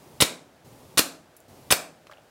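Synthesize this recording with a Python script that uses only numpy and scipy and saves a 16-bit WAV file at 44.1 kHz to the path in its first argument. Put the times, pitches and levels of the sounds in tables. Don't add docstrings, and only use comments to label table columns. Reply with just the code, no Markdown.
import sys
import numpy as np
from scipy import signal
from scipy.fft import rfft, irfft, next_fast_len
from scipy.io import wavfile
from scipy.ndimage import uniform_filter1d

SR = 44100
rng = np.random.default_rng(int(sys.argv[2]) if len(sys.argv) > 2 else 0)


def file_out(sig):
    cols = np.atleast_2d(sig).T
    lim = np.clip(cols, -1, 1)
    pcm = np.round(lim * 32767).astype(np.int16)
    wavfile.write(sys.argv[1], SR, pcm)


N = 101430
T = np.arange(SR // 2) / SR

# (firing time [s], piston level [dB], splinter level [dB], splinter T60 [s],
# splinter tilt [dB/octave], target resonance [Hz], time the hush returns [s])
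SHOTS = [(0.2033, -19, -11.5, 0.031, -1.5, 3550, .645), (.9736, -17.5, -11, 0.018, -0.07, 3940, 1.48),
         (1.7046, -20, -10.5, .026, -1.1, 3130, 2.4)]
# (frequency [Hz], relative spectral density [dB])
PISTON_SPECTRUM = [(25, -43), (60, -14.5), (130, -13.5), (400, -8.5), (900, -0.5), (2000, -4.5), (3800, 0),
                   (7000, -4.5), (9500, -8), (12000, -9), (16000, -13.5)]
def rifle(time, piston_db):
    out = np.zeros(N)
    add(out, time, amp(piston_db) * noise(PISTON_SPECTRUM) * fade(t60=.027, attack=.0009, hold=.017))
    add(out, time + .0054, -amp(1.5) * pulse(width_s=.00012))
    return out


# (frequency [Hz], level [dB])
ACTION_MODES = [(140, -29), (262, -31), (527, -33.5), (830, -35), (1050, -34), (1447, -29.5), (1900, -27),
                (2420, -30), (2950, -29.5), (3603, -22.5), (3846, -24.5), (4170, -30), (5700, -34)]
# (frequency [Hz], level [dB], T60 [s])
SPRING_MODES = [(7900, -20.5, 0.016), (8890, -14, 0.0059), (9450, -17, .012), (9730, -25.5, .03),
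                (10200, -26.5, .03), (10400, -15.5, .004)]
# (time after firing [s], gain [dB])
SPRING_CLANGS = [(.0088, 9), (.011, -10)]
def action_and_spring():
    out = np.zeros(N)
    for time, *_ in SHOTS:
        add(out, time, ring([(hz, db, .08) for hz, db in ACTION_MODES], attack=.00033))
        for delay, clang_db in SPRING_CLANGS:
            add(out, time + delay, amp(clang_db) * ring(SPRING_MODES, attack=.0001))
    return out


# (frequency [Hz], relative spectral density before tilt [dB])
SPLINTER_SPECTRUM = [(25, -29), (150, -3), (900, -6), (1400, -5.5), (2000, -6), (3300, -3), (5500, -3.5),
                     (8000, -5.5), (12500, -4.5), (16000, -16.5)]
def target(time, splinter_db, splinter_t60, tilt_db, ring_hz):
    out = np.zeros(N)
    add(out, time, -amp(-2.5) * pulse(width_s=.0001))
    add(out, time, -amp(-3) * fade(t60=.0033, attack=.00003) * np.sin(2 * np.pi * ring_hz * T))
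    spectrum = [(hz, db + tilt_db * np.log2(hz)) for hz, db in SPLINTER_SPECTRUM]
    splinters = noise(spectrum, spiky_db=2) * fade(splinter_t60, attack=.00011, hold=.0025)
    add(out, time, amp(splinter_db) * splinters)
    return out


# (time [s], knock level [dB], frequency [Hz], push level [dB], push width [s])
BACKSTOP_THUMPS = [(0.2236, -11.5, 520, -7.5, .0016), (0.9939, -12.5, 470, -17.5, .001),
                   (1.7237, -5.5, 490, -12, .0004)]
def backstop():
    out = np.zeros(N)
    for time, knock_db, hz, push_db, width_s in BACKSTOP_THUMPS:
        add(out, time, amp(knock_db) * fade(t60=.012, attack=.00087) * np.sin(2 * np.pi * hz * T))
        add(out, time, amp(push_db) * pulse(width_s))
    return out


# (time [s], level [dB], T60 [s], centre frequency [Hz], click level re knock [dB])
CHIP_KNOCKS = [(2.0688, -51, 0.021, 2940, 7), (2.0965, -44.5, 0.024, 1110, -20),
               (2.1128, -44.5, 0.035, 1560, -0.5), (2.1232, -40.5, 0.018, 1640, -8),
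               (2.1343, -41.5, 0.017, 2850, -20), (2.171, -51, 0.024, 2720, -22),
               (2.1825, -43, 0.0052, 2820, -23)]
# (frequency [Hz], level re knock [dB])
BOX_MODES = [(612, -1), (850, -7.5), (1280, -13.5)]
def chips():
    out = np.zeros(N)
    sigma_hz, box_t60 = 310, .035
    for time, db, t60, centre_hz, click_db in CHIP_KNOCKS:
        white = rng.standard_normal(len(T))
        knock = unit(filtered(white, lambda hz: np.exp(-.5 * ((hz - centre_hz) / sigma_hz) ** 2)))
        click = amp(click_db) * noise([(500, 5), (4500, -1.5), (8000, -12), (15000, -16)])
        contact = (knock + click) * fade(t60, attack=.00072, hold=.00067)
        box = ring([(hz, level, box_t60) for hz, level in BOX_MODES], attack=.00064)
        add(out, time, amp(db) * (contact + box))
    return out


# (time [s], level [dB], T60 [s])
TINKS = [(1.3655, -46, 0.047), (1.4033, -40, 0.0044)]
# (frequency [Hz], relative level [dB])
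TINK_MODES = [(7400, -2), (9730, 1), (10400, -2), (12600, -4), (15300, -8)]
def tinks():
    out = np.zeros(N)
    for time, db, t60 in TINKS:
        modes = ring([(hz, level, t60) for hz, level in TINK_MODES], attack=.00015)
        hiss = noise([(3000, -16), (9000, -7), (15000, -6)]) * fade(t60)
        add(out, time, amp(db) * (.5 * modes + .8 * hiss))
    return out


# (frequency [Hz], T60 [s])
YARD_T60 = [(80, 0.79), (500, 0.553), (1500, 0.3534), (4000, 0.3219), (8000, 0.32), (15000, 0.2431)]
# (frequency [Hz], gain [dB])
YARD_COLOUR = [(40, -28), (125, -12.5), (168, 1), (205, -10), (280, 1.5), (400, -6.5), (490, -2.5),
               (620, -1), (950, -5.5), (1600, 0), (1950, -3), (2350, 0.5), (3000, -9.5), (3850, -2),
               (5200, -5), (7500, 0), (10000, -5), (15000, -3)]
def yard(x):
    hz, t, white = signal.stft(rng.standard_normal(SR), SR, nperseg=256)
    decay = np.exp(-np.log(1000) * t / along(YARD_T60, hz)[:, None])
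    response = signal.istft(white * decay, SR, nperseg=256)[1]
    response /= np.linalg.norm(response)
    early = rng.standard_normal(len(T)) * fade(t60=.098)
    add(response, 0, amp(-.5) * early / np.linalg.norm(early))
    response = filtered(response, lambda f: amp(along(YARD_COLOUR, f)))
    out = np.zeros(N)
    add(out, .004, signal.fftconvolve(x, response))
    return out


def scattered(x, paths=8, cycle_s=.024):
    turn = np.arange(N) / SR / cycle_s * paths
    offsets = (np.abs((turn - k) % paths - paths / 2) for k in range(paths))
    crossfades = (np.cos(np.pi / 2 * np.minimum(offset, 1)) for offset in offsets)
    return sum(yard(x * share) for share in crossfades)


# (frequency [Hz], relative spectral density [dB])
HUSH_SPECTRUM = [(15, -49.5), (25, -17.5), (130, 0), (189, -6.5), (255, -5.5), (587, -8.5), (729, -11.5),
                 (812, -10), (1510, -22), (10800, -27.5), (15800, -30)]
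LOW_HUSH_SPECTRUM = [(15, -40), (25, -17), (96, -2.5), (449, -5), (654, -1), (981, -11), (1550, -10.5),
                     (1820, -14), (2150, -16), (5670, -22), (15800, -30)]
def hush():
    t = np.arange(N) / SR
    after_shot = sum(1. * ((t > start) & (t < end)) for start, *_, end in SHOTS)
    dip = np.clip(uniform_filter1d(after_shot, size=200), 0, 1)
    full = amp(-51) * noise(HUSH_SPECTRUM, size=N)
    lowered = amp(-57.5) * noise(LOW_HUSH_SPECTRUM, size=N)
    return (1 - dip) * full + dip * lowered


def ring(modes, attack):
    return sum(amp(db + rng.normal()) * fade(t60, attack) * np.sin(2 * np.pi * (hz * T + rng.random()))
               for hz, db, t60 in modes)


def pulse(width_s):
    return (1 - T / width_s) * np.exp(-T / width_s)


def noise(spectrum, spiky_db=0, size=len(T)):
    white = rng.standard_normal(size) * amp(spiky_db * rng.standard_normal(size))
    return unit(filtered(white, lambda hz: amp(along(spectrum, hz))))


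def fade(t60, attack=.000203, hold=0):
    return (1 - np.exp(-T / attack)) * np.exp(-np.log(1000) * np.maximum(T - hold, 0) / t60)


def filtered(x, gain):
    size = next_fast_len(len(x) + SR // 2)
    return irfft(rfft(x, size) * gain(np.fft.rfftfreq(size, 1 / SR)), size)[:len(x)]


def along(points, hz):
    frequencies, values = np.transpose(points)
    return np.interp(np.log(hz + 1), np.log(frequencies + 1), values)


def amp(db):
    return 10 ** (np.asarray(db) / 20)


def unit(x):
    return x / np.sqrt(np.mean(x ** 2) + 1e-20)


def add(track, time, sound):
    part = track[max(round(time * SR), 0):][:len(sound)]
    part += sound[:len(part)]


def scene():
    flight_s = .0181
    # (direct sound, gain into the yard's reflections [dB])
    sources = [(action_and_spring(), -12.5), (backstop(), -14.5), (tinks() + chips(), -8)]
    for time, piston_db, *strike, _ in SHOTS:
        sources += [(rifle(time, piston_db), -5), (target(time + flight_s, *strike), -6)]
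    direct = sum(x for x, _ in sources)
    reflected = scattered(sum(amp(db) * x for x, db in sources))
    return (direct + reflected + hush())[None]


def record(dry):
    low_cut_hz, top_hz = 35, 15900
    x = signal.sosfilt(signal.butter(2, low_cut_hz, "high", fs=SR, output="sos"), dry[0])
    rounded = x / (1 + np.abs(x) ** 6) ** (1 / 6)
    return filtered(rounded, lambda hz: np.clip((top_hz - hz) / 200 + .5, 0, 1))[None]


dry = scene()
out = record(dry)
file_out(out)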